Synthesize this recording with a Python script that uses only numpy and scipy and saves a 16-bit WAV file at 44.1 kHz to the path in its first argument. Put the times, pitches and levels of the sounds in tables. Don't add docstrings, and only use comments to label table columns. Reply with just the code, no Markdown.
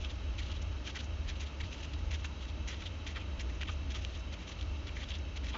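import sys
import numpy as np
from scipy import signal
from scipy.fft import rfft, irfft
from scipy.io import wavfile
from scipy.ndimage import uniform_filter1d

SR = 44100
rng = np.random.default_rng(int(sys.argv[2]) if len(sys.argv) > 2 else 0)


def transcribe(signal):
    frames = np.atleast_2d(signal).T
    limited = np.clip(frames, -1, 1)
    pcm = np.round(limited * 32767).astype(np.int16)
    wavfile.write(sys.argv[1], SR, pcm)


def voltage_ratio(level):
    return 10 ** (np.asarray(level, float) / 20)


N = 245637

# centre_s, level_db, half_length_s, bend_db
THUMB_GRIPS = [(0.394, -46, .014, -1.5), (0.876, -46, .011, -2), (0.902, -47.5, 0.012, -15),
               (0.964, -44, .014, -1), (1.292, -44, .014, -9), (1.3, -55.5, .03, 0),
               (1.429, -51, .017, -2.5), (1.732, -48.5, 0.021, -10), (1.84, -47.5, 0.014, -18),
               (2.114, -45.5, .008, -5), (2.13, -50, .011, 0), (2.145, -43.5, 0.0085, -8),
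               (2.156, -50, 0.0079, -9), (2.253, -43.5, 0.011, -18), (2.711, -47.5, 0.03, -3),
               (2.807, -52, .013, -7), (2.823, -49.5, .006, -1), (3.074, -42.5, .009, -3.5),
               (3.103, -52, .025, -2), (3.915, -47, .014, -8), (3.959, -44, .014, -8),
               (3.982, -54, 0.019, -4), (4.036, -55.5, 0.046, -10), (4.335, -49.5, 0.012, -0.5),
               (4.412, -55.5, 0.025, -3), (5.012, -51, 0.015, -1), (5.37, -46, 0.011, -3.5),
               (5.444, -51.5, 0.009, 0), (5.466, -51, 0.015, -1.5), (5.496, -47, 0.014, -6)]
# centre_s, level_db, half_length_s, bend_db
EDGE_FLICKS = [(.107, -48.5, 0.015, -12), (.43, -50, 0.014, -14), (0.471, -52, 0.027, -13),
               (0.505, -49.5, 0.0076, -15), (.516, -48, 0.0031, -15), (0.523, -47.5, .009, -16),
               (0.561, -52, 0.019, -20), (1, -44.5, 0.015, -20), (1.366, -53, .01, -23),
               (1.471, -51.5, .016, -13), (1.61, -44.5, 0.0078, -0.5), (1.644, -54, .012, 2.5),
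               (1.66, -55, 0.019, -19), (1.784, -53, .007, -9), (1.939, -45.5, 0.0056, -16),
               (2.427, -52.5, 0.022, -10), (2.452, -53, 0.0046, -6), (2.493, -52.5, 0.015, -24),
               (2.745, -48, .005, -7), (2.843, -54, 0.032, -13), (3.398, -43.5, 0.004, -17),
               (3.611, -48, 0.0041, -12), (4.128, -56.5, 0.051, -9), (4.153, -50, .013, -19),
               (4.521, -47.5, 0.01, -8), (4.596, -52.5, .011, -17), (4.615, -49.5, 0.0043, -11),
               (4.627, -47, .003, -13), (4.877, -48, 0.011, -5), (5.092, -50, .014, -14)]
# centre_s, level_db, half_length_s, bend_db, sheet_hz
SHEET_CREASES = [(0.052, -44.5, 0.015, -24, 3170), (2.247, -48.5, .004, -10, 2900),
                 (2.867, -43, 0.013, -19, 3400), (3.168, -46.5, 0.016, 0.5, 3140),
                 (3.21, -49, .016, -30, 2960), (3.621, -41.5, 0.0061, -12, 2950),
                 (3.628, -48, .003, -16, 2910), (3.658, -52.5, .0065, -13, 2780),
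                 (3.682, -44.5, 0.011, -6, 3120), (3.696, -44.5, .0065, -8, 2910),
                 (4.892, -48, 0.0044, -6, 2660), (5.035, -44.5, 0.0095, -12, 3200),
                 (5.113, -42.5, .011, -12, 3120), (5.151, -46, 0.017, -25, 3300),
                 (5.547, -47.5, 0.025, -6, 3080), (5.55, -50.5, .012, -7, 2700)]
# centre_s, level_db, half_length_s, bend_db, gloss_db
SKIN_SKIMS = [(.02, -54.5, 0.018, -15, -7), (0.402, -62, .01, 1, -5), (0.622, -54.5, 0.0077, -8, 1),
              (0.728, -58, .006, -19, -9), (0.871, -47.5, 0.024, -14, -11), (1.041, -60.5, 0.022, -3, -1.5),
              (1.411, -47.5, 0.014, -10, -6), (1.804, -56, .016, -5, -7), (1.99, -57, 0.0064, -2, -9),
              (2.201, -58.5, 0.015, -10, -6), (2.685, -46, .01, 0, -2.5), (2.767, -55, .014, -8, -13),
              (3.409, -49, 0.013, 1, -4), (3.501, -57.5, 0.0077, 5, -5), (3.555, -62.5, 0.012, 3, -2),
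              (3.717, -53, 0.019, -9, -5), (4.174, -55, .0034, -18, -3), (4.199, -67.5, .009, -5, 7),
              (4.487, -50, 0.017, -12, -6.5), (4.498, -52.5, 0.0097, -13, -4), (4.972, -54.5, 0.016, 7, -6),
              (4.991, -60, 0.0077, 7, -9), (5.099, -53.5, .006, -22, 1), (5.187, -66.5, .004, 1, 9.5)]
# centre_s, level_db, half_length_s, flex_hz
PAGE_FLOPS = [(.051, -56.5, 0.016, 1300), (0.503, -54, 0.01, 1320), (.882, -53, 0.01, 1700),
              (0.894, -54, .013, 1390), (.964, -50.5, 0.013, 1530), (1.01, -58, 0.018, 1400),
              (2.153, -57, .01, 1650), (2.249, -43, 0.0025, 1490), (2.258, -59, .01, 1540),
              (2.716, -58, .019, 1410), (2.744, -53, 0.0088, 1310), (2.826, -52.5, 0.007, 1340),
              (3.172, -50, 0.013, 1350), (3.613, -44.5, 0.0035, 1690), (3.631, -44, .0034, 1680),
              (3.696, -43.5, 0.0085, 1260), (3.961, -53, 0.016, 1250), (4.495, -56, 0.0074, 1120),
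              (4.608, -56, .004, 1140), (5.036, -53, 0.0086, 1230), (5.552, -42, 0.0097, 1110),
              (5.567, -44, 0.0034, 1150)]
# start_s, peak_db, ring_hz, decay_s
EDGE_SNAPS = [(0.049, -33, 2900, .0006), (0.384, -34, 2830, .0006), (1.603, -36, 2600, 0.00066),
              (2.244, -38, 1920, 0.00029), (3.614, -27, 2770, 0.00044), (3.6213, -37, 2800, .0005),
              (3.6333, -28, 2760, 0.00078), (3.9487, -32, 3250, .0005), (4.049, -24.5, 3000, 0.00046),
              (4.6114, -31.5, 3200, 0.00073), (1.043, -44, 6300, .0004), (5.252, -42, 2800, .0004),
              (5.0338, -36, 3080, 0.00035), (5.1526, -32.5, 3380, 0.00043)]
# time_s, level_db
FAN_PUSH = [(0.0, -36.5), (0.76, -36.5), (0.87, -42), (1.46, -35.5), (1.49, -47.5), (1.64, -35.5),
            (1.77, -43), (2.09, -34), (2.39, -42), (2.67, -34), (2.7, -41), (3.37, -38), (4.4, -40),
            (4.42, -42), (4.65, -35.5), (4.79, -40), (5.54, -36), (5.57, -47)]
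# pitch_hz, level_db (per Hz)
RUMBLE_TONE = [(12, -46), (20, -18.5), (54, 4), (70, 10.5), (88, 2), (125, -25), (160, -62), (280, -120)]
# pitch_hz, level_db (per Hz)
HISS_TONE = [(65, -41), (110, 3.5), (308, -6), (497, -13), (626, -9.5), (735, -18), (878, -17.5),
             (2410, -20), (3150, -16), (3570, -27), (3900, -24.5), (6410, -34.5), (7650, -45.5),
             (9940, -56), (16800, -120)]
# pitch_hz,
# width_hz, boost_db
HOUSING_HUMPS = [(131, 32, -4.5), (300.6, 62, 5), (538, 220, 3), (870, 170, 6), (1260, 380, 5.5),
                 (2210, 96, 6), (2660, 190, 8.5), (2900, 140, 1.5), (3150, 230, 2.5), (3860, 180, 11),
                 (3900, 68, 3), (4420, 100, 7.5), (4600, 120, -3.5), (5200, 67, 3), (5600, 200, 5),
                 (6200, 270, 11), (6400, 89, 5)]

GRIP_HZ, FLICK_HZ, SKIM_HZ = 3170, 3340, 3200
GRIP_WIDE_HZ, FLICK_WIDE_HZ, CREASE_WIDE_HZ, SKIM_WIDE_HZ = 1630, 1400, 915, 1600
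GRIP_GLOSS_DB, FLICK_GLOSS_DB, CREASE_GLOSS_DB = -10, -14.5, -24.5
BEND_HZ, GLOSS_HZ = 2165, 6400
THUD_DB = -8
SHUFFLE_DB, HISS_DB = -70, -49
GUST_DB, GUST_PER_S = 1.5, 10.0
TOP_HZ = 7430


def unit(x):
    return x / np.sqrt(np.mean(x ** 2))


def band(x, lo_hz, hi_hz):
    sos = signal.butter(2, [lo_hz, hi_hz], "bandpass", fs=SR, output="sos")
    return unit(signal.sosfilt(sos, x))


def ring(x, hz, width_hz):
    return signal.lfilter(*signal.iirpeak(hz, hz / width_hz, fs=SR), x)


def walk(rate):
    k = int(SR / rate)
    once = uniform_filter1d(rng.standard_normal(N), k)
    return unit(uniform_filter1d(once, k))


def coloured(points, humps=()):
    f = np.fft.rfftfreq(N, 1 / SR) + 1
    hz, db = np.transpose(points)
    shape = np.interp(np.log(f), np.log(hz), db)
    for centre, width, boost in humps:
        shape = shape + boost / (1 + (2 * (f - centre) / width) ** 2)
    spectrum = rfft(rng.standard_normal(N)) * voltage_ratio(shape)
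    return unit(irfft(spectrum, N))


def stretch(s, length):
    first = max(int((s - 0.07) * SR), 0)
    last = min(int((s + 0.07) * SR), N)
    i = np.arange(first, last)
    swell = np.exp(-np.abs((i / SR - s) / max(length, 0.003)) ** 2.5)
    return i, swell


def under(x, swell):
    return x * swell * np.sqrt(np.sum(swell ** 2) / np.sum((x * swell) ** 2))


def touches():
    found = []
    for s, db, length, bend in THUMB_GRIPS:
        found.append((s, db, length, GRIP_HZ, GRIP_WIDE_HZ, bend, GRIP_GLOSS_DB))
    for s, db, length, bend in EDGE_FLICKS:
        found.append((s, db, length, FLICK_HZ, FLICK_WIDE_HZ, bend, FLICK_GLOSS_DB))
    for s, db, length, bend, hz in SHEET_CREASES:
        found.append((s, db, length, hz, CREASE_WIDE_HZ, bend, CREASE_GLOSS_DB))
    for s, db, length, bend, gloss in SKIN_SKIMS:
        found.append((s, db, length, SKIM_HZ, SKIM_WIDE_HZ, bend, gloss))
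    return found


def slips(rate, spread_db, smooth):
    hit = rng.random(N) < rate / SR
    size = voltage_ratio(spread_db * rng.exponential(size=N))
    sign = np.sign(rng.standard_normal(N))
    slide = rng.standard_normal(N)
    return unit(unit(hit * sign * size) + smooth * slide)


def rubs():
    drive = slips(3500.0, 1.2, 0.99) * voltage_ratio(2.2 * walk(230.0))
    bend = ring(ring(drive, BEND_HZ, 980.0), BEND_HZ, 980.0)
    gloss = ring(band(drive[::-1], 5180.0, 6550.0), GLOSS_HZ, 1800.0)
    out = np.zeros(N)
    for s, db, length, hz, wide_hz, bend_db, gloss_db in touches():
        i, swell = stretch(s, length)
        j = rng.integers(0, N - 8192) + i - i[0]
        broad = ring(ring(drive[j], hz, wide_hz), hz, wide_hz)
        sheet = unit(broad) + 0.74 * unit(ring(drive[j], hz * 0.856, 340.0))
        rub = under(sheet, swell)
        rub += voltage_ratio(bend_db) * under(bend[j], swell)
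        rub += voltage_ratio(gloss_db) * under(gloss[j], swell)
        out[i] += voltage_ratio(db) * rub
    return out


def flops():
    drive = rng.standard_normal(N)
    thud = band(drive[::-1], 300.0, 1000.0)
    out = np.zeros(N)
    for s, db, length, hz in PAGE_FLOPS:
        i, swell = stretch(s, length)
        flex = ring(ring(drive[i], hz, 460.0), hz, 460.0)
        out[i] += voltage_ratio(db) * (under(flex, swell) + voltage_ratio(THUD_DB) * under(thud[i], swell))
    return out


def snaps():
    out = np.zeros(N)
    t = np.arange(400) / SR
    for s, db, hz, decay in EDGE_SNAPS:
        fade = np.exp(-t / decay) * (1 - np.exp(-t / 0.0001))
        tick = -np.sin(2 * np.pi * hz * t) * fade
        tick += 0.12 * np.sin(2 * np.pi * 6200.0 * t) * np.exp(-t / 0.00054)
        i = int(s * SR)
        out[i:i + len(t)] += voltage_ratio(db) * tick / np.abs(tick).max()
    return out


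def shuffle():
    slide = rng.standard_normal(N)
    thin = band(slide, 4800.0, 6500.0)
    full = band(slide[::-1], 2400.0, 4300.0)
    return voltage_ratio(SHUFFLE_DB + 1.2 * walk(3.9)) * (thin + 1.87 * full)


def bed_echo(book):
    t = np.arange(int(0.06 * SR)) / SR
    tail = rng.standard_normal(len(t)) * np.exp(-np.log(1000) * t / 0.017) * (t > 0.001)
    return voltage_ratio(-15) * signal.fftconvolve(book, tail / np.sqrt(np.sum(tail ** 2)))[:N]


def rumble():
    x = coloured(RUMBLE_TONE)
    swell = np.sqrt(uniform_filter1d(x ** 2, int(0.048 * SR)) + 0.044)
    push_db = np.interp(np.arange(N) / SR, *np.transpose(FAN_PUSH))
    return unit(x / swell ** 0.75) * voltage_ratio(push_db + GUST_DB * walk(GUST_PER_S))


def hiss():
    return voltage_ratio(HISS_DB + 0.13 * walk(2.0)) * coloured(HISS_TONE, HOUSING_HUMPS)


def scene():
    book = rubs() + flops() + snaps()
    mix = book + bed_echo(book) + shuffle() + rumble() + hiss()
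    return mix[None]


def top_cut(x):
    return signal.sosfilt(signal.butter(12, 7800, fs=SR, output="sos"), x)


def record(dry):
    steep_cut = signal.ellip(10, 1, 62, TOP_HZ, fs=SR, output="sos")
    mix = signal.sosfilt(steep_cut, dry)
    return top_cut(mix)


dry = scene()
out = record(dry)
transcribe(out)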